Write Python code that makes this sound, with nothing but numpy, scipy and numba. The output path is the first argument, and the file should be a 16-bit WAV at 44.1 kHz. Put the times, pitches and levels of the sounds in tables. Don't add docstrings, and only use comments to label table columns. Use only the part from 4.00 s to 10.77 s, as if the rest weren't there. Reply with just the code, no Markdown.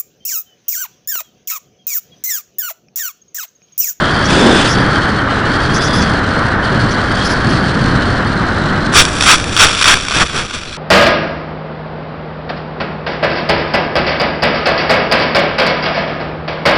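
import sys
import numpy as np
from scipy import signal
from scipy.fft import rfft, irfft
from scipy.io import wavfile
from scipy.ndimage import uniform_filter1d
from numba import njit

SR = 44100
rng = np.random.default_rng(int(sys.argv[2]) if len(sys.argv) > 2 else 0)


def transcribe(u):
    v = np.clip(np.atleast_2d(u).T, -1, 1)
    q = np.round(v * 32767).astype(np.int16)
    wavfile.write(sys.argv[1], SR, q)


N = 298557
T = np.arange(N) / SR
TOUCHDOWN_S = 4.918

# t/s, length/s, scrape/dB, shell boom/dB, brushing/dB, brushing decay/s, ground thud/dB
BOUNCES = [(4.946, 0.081, 1, -10, -2.5, 0.027, -14), (5.252, 0.11, -2.5, -7, -5, .035, -29),
           (5.584, 0.082, 0, -6, -10, 0.094, -15), (5.845, 0.11, -5.5, -9, -6, 0.042, -19),
           (6.136, 0.063, -27, -16.5, -15.5, .03, -19.5), (6.189, 0.055, -10, -9, -24, 0.074, -15.5),
           (6.321, 0.12, -18.5, -21.5, -32, 0.12, -26), (6.531, 0.034, -21.5, -30.5, -32.5, 0.018, -45)]


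def undb(db):
    return 10 ** (np.asarray(db) / 20)


def unit(x):
    return x / np.sqrt(np.mean(x ** 2))


def noise():
    return rng.standard_normal(N)


def walk(rate):
    hold = max(int(SR / rate), 2)
    steps = np.repeat(noise()[:N // hold + 1], hold)
    return unit(uniform_filter1d(uniform_filter1d(steps, hold), hold)[:N])


def colour(x, spectrum):
    hz, db = np.transpose(spectrum)
    f = np.maximum(np.fft.rfftfreq(N, 1 / SR), 1)
    return irfft(rfft(x) * undb(np.interp(np.log(f), np.log(hz), db)), N)


@njit
def svf(x, hz, width):
    y, band_state, low_state = np.empty(len(x)), 0., 0.
    for i in range(len(x)):
        g, damping = np.tan(np.pi * min(hz[i] / SR, .45)), width[i] / hz[i]
        band = (band_state + g * (x[i] + 1e-18 - low_state)) / (1 + g * (g + damping))
        band_state, low_state = 2 * band - band_state, low_state + 2 * g * band
        y[i] = damping * band
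    return y


def ring(x, hz, width_hz):
    return svf(x, hz * np.ones(N), width_hz * np.ones(N))


def sing(hz, width_hz):
    return unit(ring(ring(noise(), hz, width_hz), hz, width_hz))


def swell(start, length, edge=1.0):
    progress = np.clip((T - start) / length, 0, 1)
    return np.sin(np.pi / 2 * np.clip(2 * np.minimum(progress, 1 - progress) / edge, 0, 1))


def grains(per_s, spread_db):
    size = undb(spread_db * np.minimum(rng.exponential(size=N), 4))
    return unit((rng.random(N) < per_s / SR) * size * np.sign(noise()))


def ground_time():
    return np.maximum(T - TOUCHDOWN_S, 0)


def grounded(rise_s=.06):
    return np.clip(ground_time() / rise_s, 0, 1)


def wind():
    # t/s, length/s, lift/dB
    pockets = [(.74, 0.12, 4), (1.6, .26, 1.5), (1.923, .13, 3), (2.708, .21, 3.5), (3.403, .3, 3.5),
               (3.697, 0.46, 3.5), (5.424, .18, 5.5)]
    # f/Hz, level/dB
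    buffet_eq = [(15, -12), (30, -5), (60, -1), (100, 0.5), (145, -4), (210, -2.5), (300, -3.5), (450, -13),
                 (800, -19), (2000, -79)]
    # f/Hz, level/dB
    rush_eq = [(100, 2), (350, -0.5), (600, 0.5), (900, -1), (1150, 2), (1400, 2.5), (1650, 0),
               (1850, -2.5), (2100, -9.5), (2600, -21.5), (3500, -16.5), (6000, -32), (10000, -89)]
    pockets_db = sum(db * swell(start, length) for start, length, db in pockets)
    brake_db = 1.7 * grounded(rise_s=.16)
    buffet_db = -18.5 - .08 * T - brake_db - 10.5 * ground_time() + pockets_db + .5 * walk(9)
    rush_db = -15 - .5454 * T - brake_db - 11.5 * ground_time() + .12 * pockets_db
    buffet = unit(colour(noise(), buffet_eq)) * undb(buffet_db)
    drum = sing(140, width_hz=147) * undb(1.93 * (buffet_db + 15) - 13.5)
    rush = unit(colour(noise(), rush_eq)) + undb(-5.5) * sing(1512, width_hz=530)
    return buffet + drum + rush * undb(rush_db + .72 * walk(40))


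def edge_tone(hz, width_hz, octave_db):
    return sing(hz, width_hz) + undb(octave_db) * sing(2 * hz, 2 * width_hz)


def gap_whine():
    # t/s, f/Hz
    gap_flow = [(0, 4570), (.2, 4550), (.5, 5020), (.68, 4670), (.8, 4580), (1.2, 4230), (1.42, 4130),
                (1.54, 4480), (1.75, 4670), (2.03, 4820), (2.22, 4020), (2.6, 4180), (2.8, 4250),
                (3.08, 4410), (3.22, 4650), (3.45, 4350), (3.7, 4330), (4.9, 4040)]
    # t/s, length/s, whine change/dB, cavity change/dB
    swings = [(0.015, 0.12, 2, 4.5), (0.502, 0.11, -1, 6), (1.2, 0.12, -8, -1), (1.377, .09, -3.5, 0),
              (2.526, 0.11, -13, -11), (2.62, 0.054, 1, 5), (3.164, 0.1, 0, 7.5), (3.487, .08, 3.5, 4),
              (4.3, 0.18, -2.5, -3)]
    # f/Hz, level/dB
    hiss_eq = [(1000, -15), (2500, 12.5), (4500, 14), (5600, 7.5), (6500, 2.5), (7600, -0.5), (9100, -2.5),
               (9700, -3), (10400, -49)]
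    cruise_hz, barely_blown_hz, fully_blown_hz = 4510, 4200, 5100
    hz = np.interp(T, *np.transpose(gap_flow))
    above_cruise_khz = (hz - cruise_hz) / 1000
    landing_loss_db = 42 * ground_time()
    whine_db = np.minimum(-31.5 + 7.5 * above_cruise_khz, -30) - .11 * T - landing_loss_db
    cavity_db = np.minimum(-28 + 16 * above_cruise_khz, -20) - 1.2 * T - landing_loss_db
    for start, length, whine_change_db, cavity_change_db in swings:
        swing = swell(start, length)
        whine_db += whine_change_db * swing
        cavity_db += cavity_change_db * swing
    eddy = walk(45)
    whine = edge_tone(hz * (1 + .03 * eddy), width_hz=540, octave_db=-18) * undb(whine_db + 1.1 * eddy)
    blowing = np.clip((hz - barely_blown_hz) / (fully_blown_hz - barely_blown_hz), 0, 1)
    cavity_hz = 3040 + 560 * blowing + 30 * eddy
    cavity_width_hz = np.interp(blowing, [0, .6], [500, 230])
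    sputter_db = 2.2 * (1 - blowing) * walk(70)
    cavity = sing(cavity_hz, cavity_width_hz) * undb(cavity_db + sputter_db)
    hiss_db = 1.05 * (whine_db + 34.5) - 32.5
    hiss = unit(colour(grains(per_s=7000, spread_db=6), hiss_eq)) * undb(hiss_db)
    flutter = undb(1.9 * walk(130))
    return (whine + hiss) * flutter + cavity


def chirps():
    # t/s, length/s, first pitch/Hz, last pitch/Hz, level/dB
    surges = [(.24, .04, 5540, 5740, -25.5), (.28, 0.042, 5300, 5150, -30),
              (.675, 0.076, 5140, 5730, -22.5), (1.73, 0.061, 4970, 6050, -24),
              (1.82, 0.066, 5100, 6000, -24), (1.92, 0.076, 4770, 5240, -26),
              (1.98, 0.066, 5200, 5950, -29), (2.9, 0.035, 5270, 6200, -30), (3.24, 0.047, 5060, 5270, -24),
              (3.285, 0.06, 5130, 5200, -26.5), (3.495, 0.021, 4870, 5630, -30)]
    hz, gain = np.full(N, float(surges[0][2])), 0
    for start, length, first_hz, last_hz, db in surges:
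        sweep_hz = np.interp(T, [start, start + length], [first_hz, last_hz])
        hz = np.where(T > start, sweep_hz, hz)
        gain = gain + undb(db) * swell(start, length, edge=.9)
    whistle = edge_tone(hz, width_hz=840, octave_db=-11)
    breath = undb(-5.5) * sing(1.07 * hz, width_hz=2200)
    return gain * (whistle + breath)


def gust():
    # f/Hz, level/dB
    hiss_eq = [(300, -5), (1000, 3), (2000, -1.5), (2900, -0.5), (3500, 2), (4100, -6), (5500, -10),
               (6500, -12), (9000, -14.5), (10500, -27.5)]
    # f/Hz, level/dB
    roar_eq = [(60, -18), (150, 1.5), (260, 9), (380, 6.5), (600, -1.5), (1000, -5.5), (2000, -54.5)]
    crest_s, half_width_s = .47, .11
    crest = 1 / (1 + ((T - crest_s) / half_width_s) ** 2)
    hiss = unit(colour(noise(), hiss_eq)) * undb(-15.5 + 1.5 * walk(201))
    roar = unit(colour(noise(), roar_eq)) * undb(-7) * crest
    return swell(start=.271, length=.442, edge=.2) * (hiss + roar)


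def turf():
    # f/Hz, level/dB
    rumble_eq = [(15, 3.5), (40, -3.5), (95, -0.5), (150, -5), (250, -7.5), (400, -9.5), (700, -12),
                 (2000, -38)]
    stretch = 1.22
    shake = grounded() * undb(-22.5 - 4 * ground_time())
    blows = sum(undb(thud_db) * swell(start, stretch * length) for start, length, *_, thud_db in BOUNCES)
    thuds = unit(colour(noise(), rumble_eq)) * (shake + blows) * undb(2 * walk(50))
    squeak = sing(4060, width_hz=600) * swell(start=6.665, length=.097, edge=.4)
    return thuds + squeak * undb(-35 + 4.2 * walk(120))


def shell(x):
    # f/Hz, width/Hz, level/dB
    modes = [(1250, 300, 5.5), (1510, 440, 4.5), (2483, 410, 2.5), (3406, 330, 4.5), (3750, 420, 0.5),
             (4575, 370, -2), (5580, 290, 0.5), (6040, 300, -4), (7120, 1140, -9), (8470, 1950, -12),
             (9730, 770, -11)]
    return sum((-1) ** k * undb(db) * ring(x, hz, width) for k, (hz, width, db) in enumerate(modes))


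def belly_depth():
    lead_s = .052
    depth = undb(-31 + ground_time())
    for start, length, _, _, brushing_db, decay_s, _ in BOUNCES:
        age = T - start - length / 2
        depth += undb(brushing_db) * np.exp(-np.abs(age) / np.where(age < 0, lead_s, decay_s))
    return depth * grounded()


def grass_crunch():
    soft_blades = grains(per_s=3500, spread_db=3.4)
    stiff_stalks = undb(-10) * grains(per_s=160, spread_db=1.7)
    flicks = unit(shell(soft_blades + stiff_stalks))
    body = signal.sosfiltfilt(signal.butter(2, 6500, fs=SR, output="sos"), flicks)
    treble = (flicks - body) * undb(6 - 6 * ground_time())
    brushing = (body + treble) * belly_depth() * undb(2.13 * walk(220))
    scrape = unit(shell(grains(per_s=6000, spread_db=4.4)))
    boom = sing(1240, width_hz=1140)
    digs = sum(swell(start, length) * (undb(scrape_db) * scrape + undb(boom_db) * boom)
               for start, length, scrape_db, boom_db, *_ in BOUNCES)
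    crunch = brushing + digs * undb(.59 * walk(170))
    return signal.sosfilt(signal.butter(2, 520, "high", fs=SR, output="sos"), crunch)


def stalk_raps():
    # t/s, level/dB, knock offset/dB
    hits = [(4.9371, -7, 7), (5.051, 5, -22), (5.0824, -6, -13), (5.208, 8.5, -10), (5.223, 5, -9),
            (5.239, -4, 3.5), (5.3983, -3, -11), (5.441, -2.5, -11), (5.5255, -7, -23), (5.5647, 6.5, -17),
            (5.5742, 5, -13), (5.6852, -1, 0), (5.698, -4, 4), (5.7284, -6, -8), (5.812, -1, -2),
            (5.8242, 6, -8), (5.8416, 8, -6), (5.856, 7.5, -1), (5.9392, 13, -12), (5.971, -2.5, 7),
            (6.0831, -1.5, -0.5), (6.1093, -3, -2), (6.1224, -5.5, 2), (6.2954, -9, -7), (6.376, -3, -8),
            (6.736, -15, -9)]
    attack_s, decay_s = .00051, .0015
    crack_env, knock_env = np.zeros(N), np.zeros(N)
    for start, db, knock_db in hits:
        age = np.maximum(T - start, 0)
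        push = undb(db) * (1 - np.exp(-age / attack_s)) * np.exp(-np.minimum(age / decay_s, 20))
        crack_env += push
        knock_env += push * undb(knock_db)
    cracks = shell(crack_env * noise()) / np.std(shell(noise()))
    knocks = knock_env * sing(1220, width_hz=1100)
    return undb(-1.5) * cracks + undb(-2.5) * knocks


def scene():
    # f/Hz, level/dB
    side_eq = [(30, -40), (250, -32.5), (700, -26.5), (1400, -26), (2200, -20), (4000, -19.5), (6000, -16),
               (10000, -17)]
    mid = wind() + gap_whine() + chirps() + gust() + grass_crunch() + stalk_raps() + turf()
    wander = np.exp(1j * np.cumsum(.12 * noise()))
    side = colour(np.real(signal.hilbert(mid) * wander), side_eq)
    return np.array([mid + side, mid - side])


def record(dry):
    ceiling, band_hz, fizz_top_hz = .96, 10600, 16000
    saturated = dry / (1 + np.abs(dry / ceiling) ** 8) ** (1 / 8)
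    narrow = signal.sosfilt(signal.ellip(12, .2, 80, band_hz, fs=SR, output="sos"), saturated)
    clipped = np.clip(narrow, -1, 1)
    return signal.sosfilt(signal.ellip(8, .2, 70, fizz_top_hz, fs=SR, output="sos"), clipped)


dry = scene()
out = record(dry)
transcribe(out)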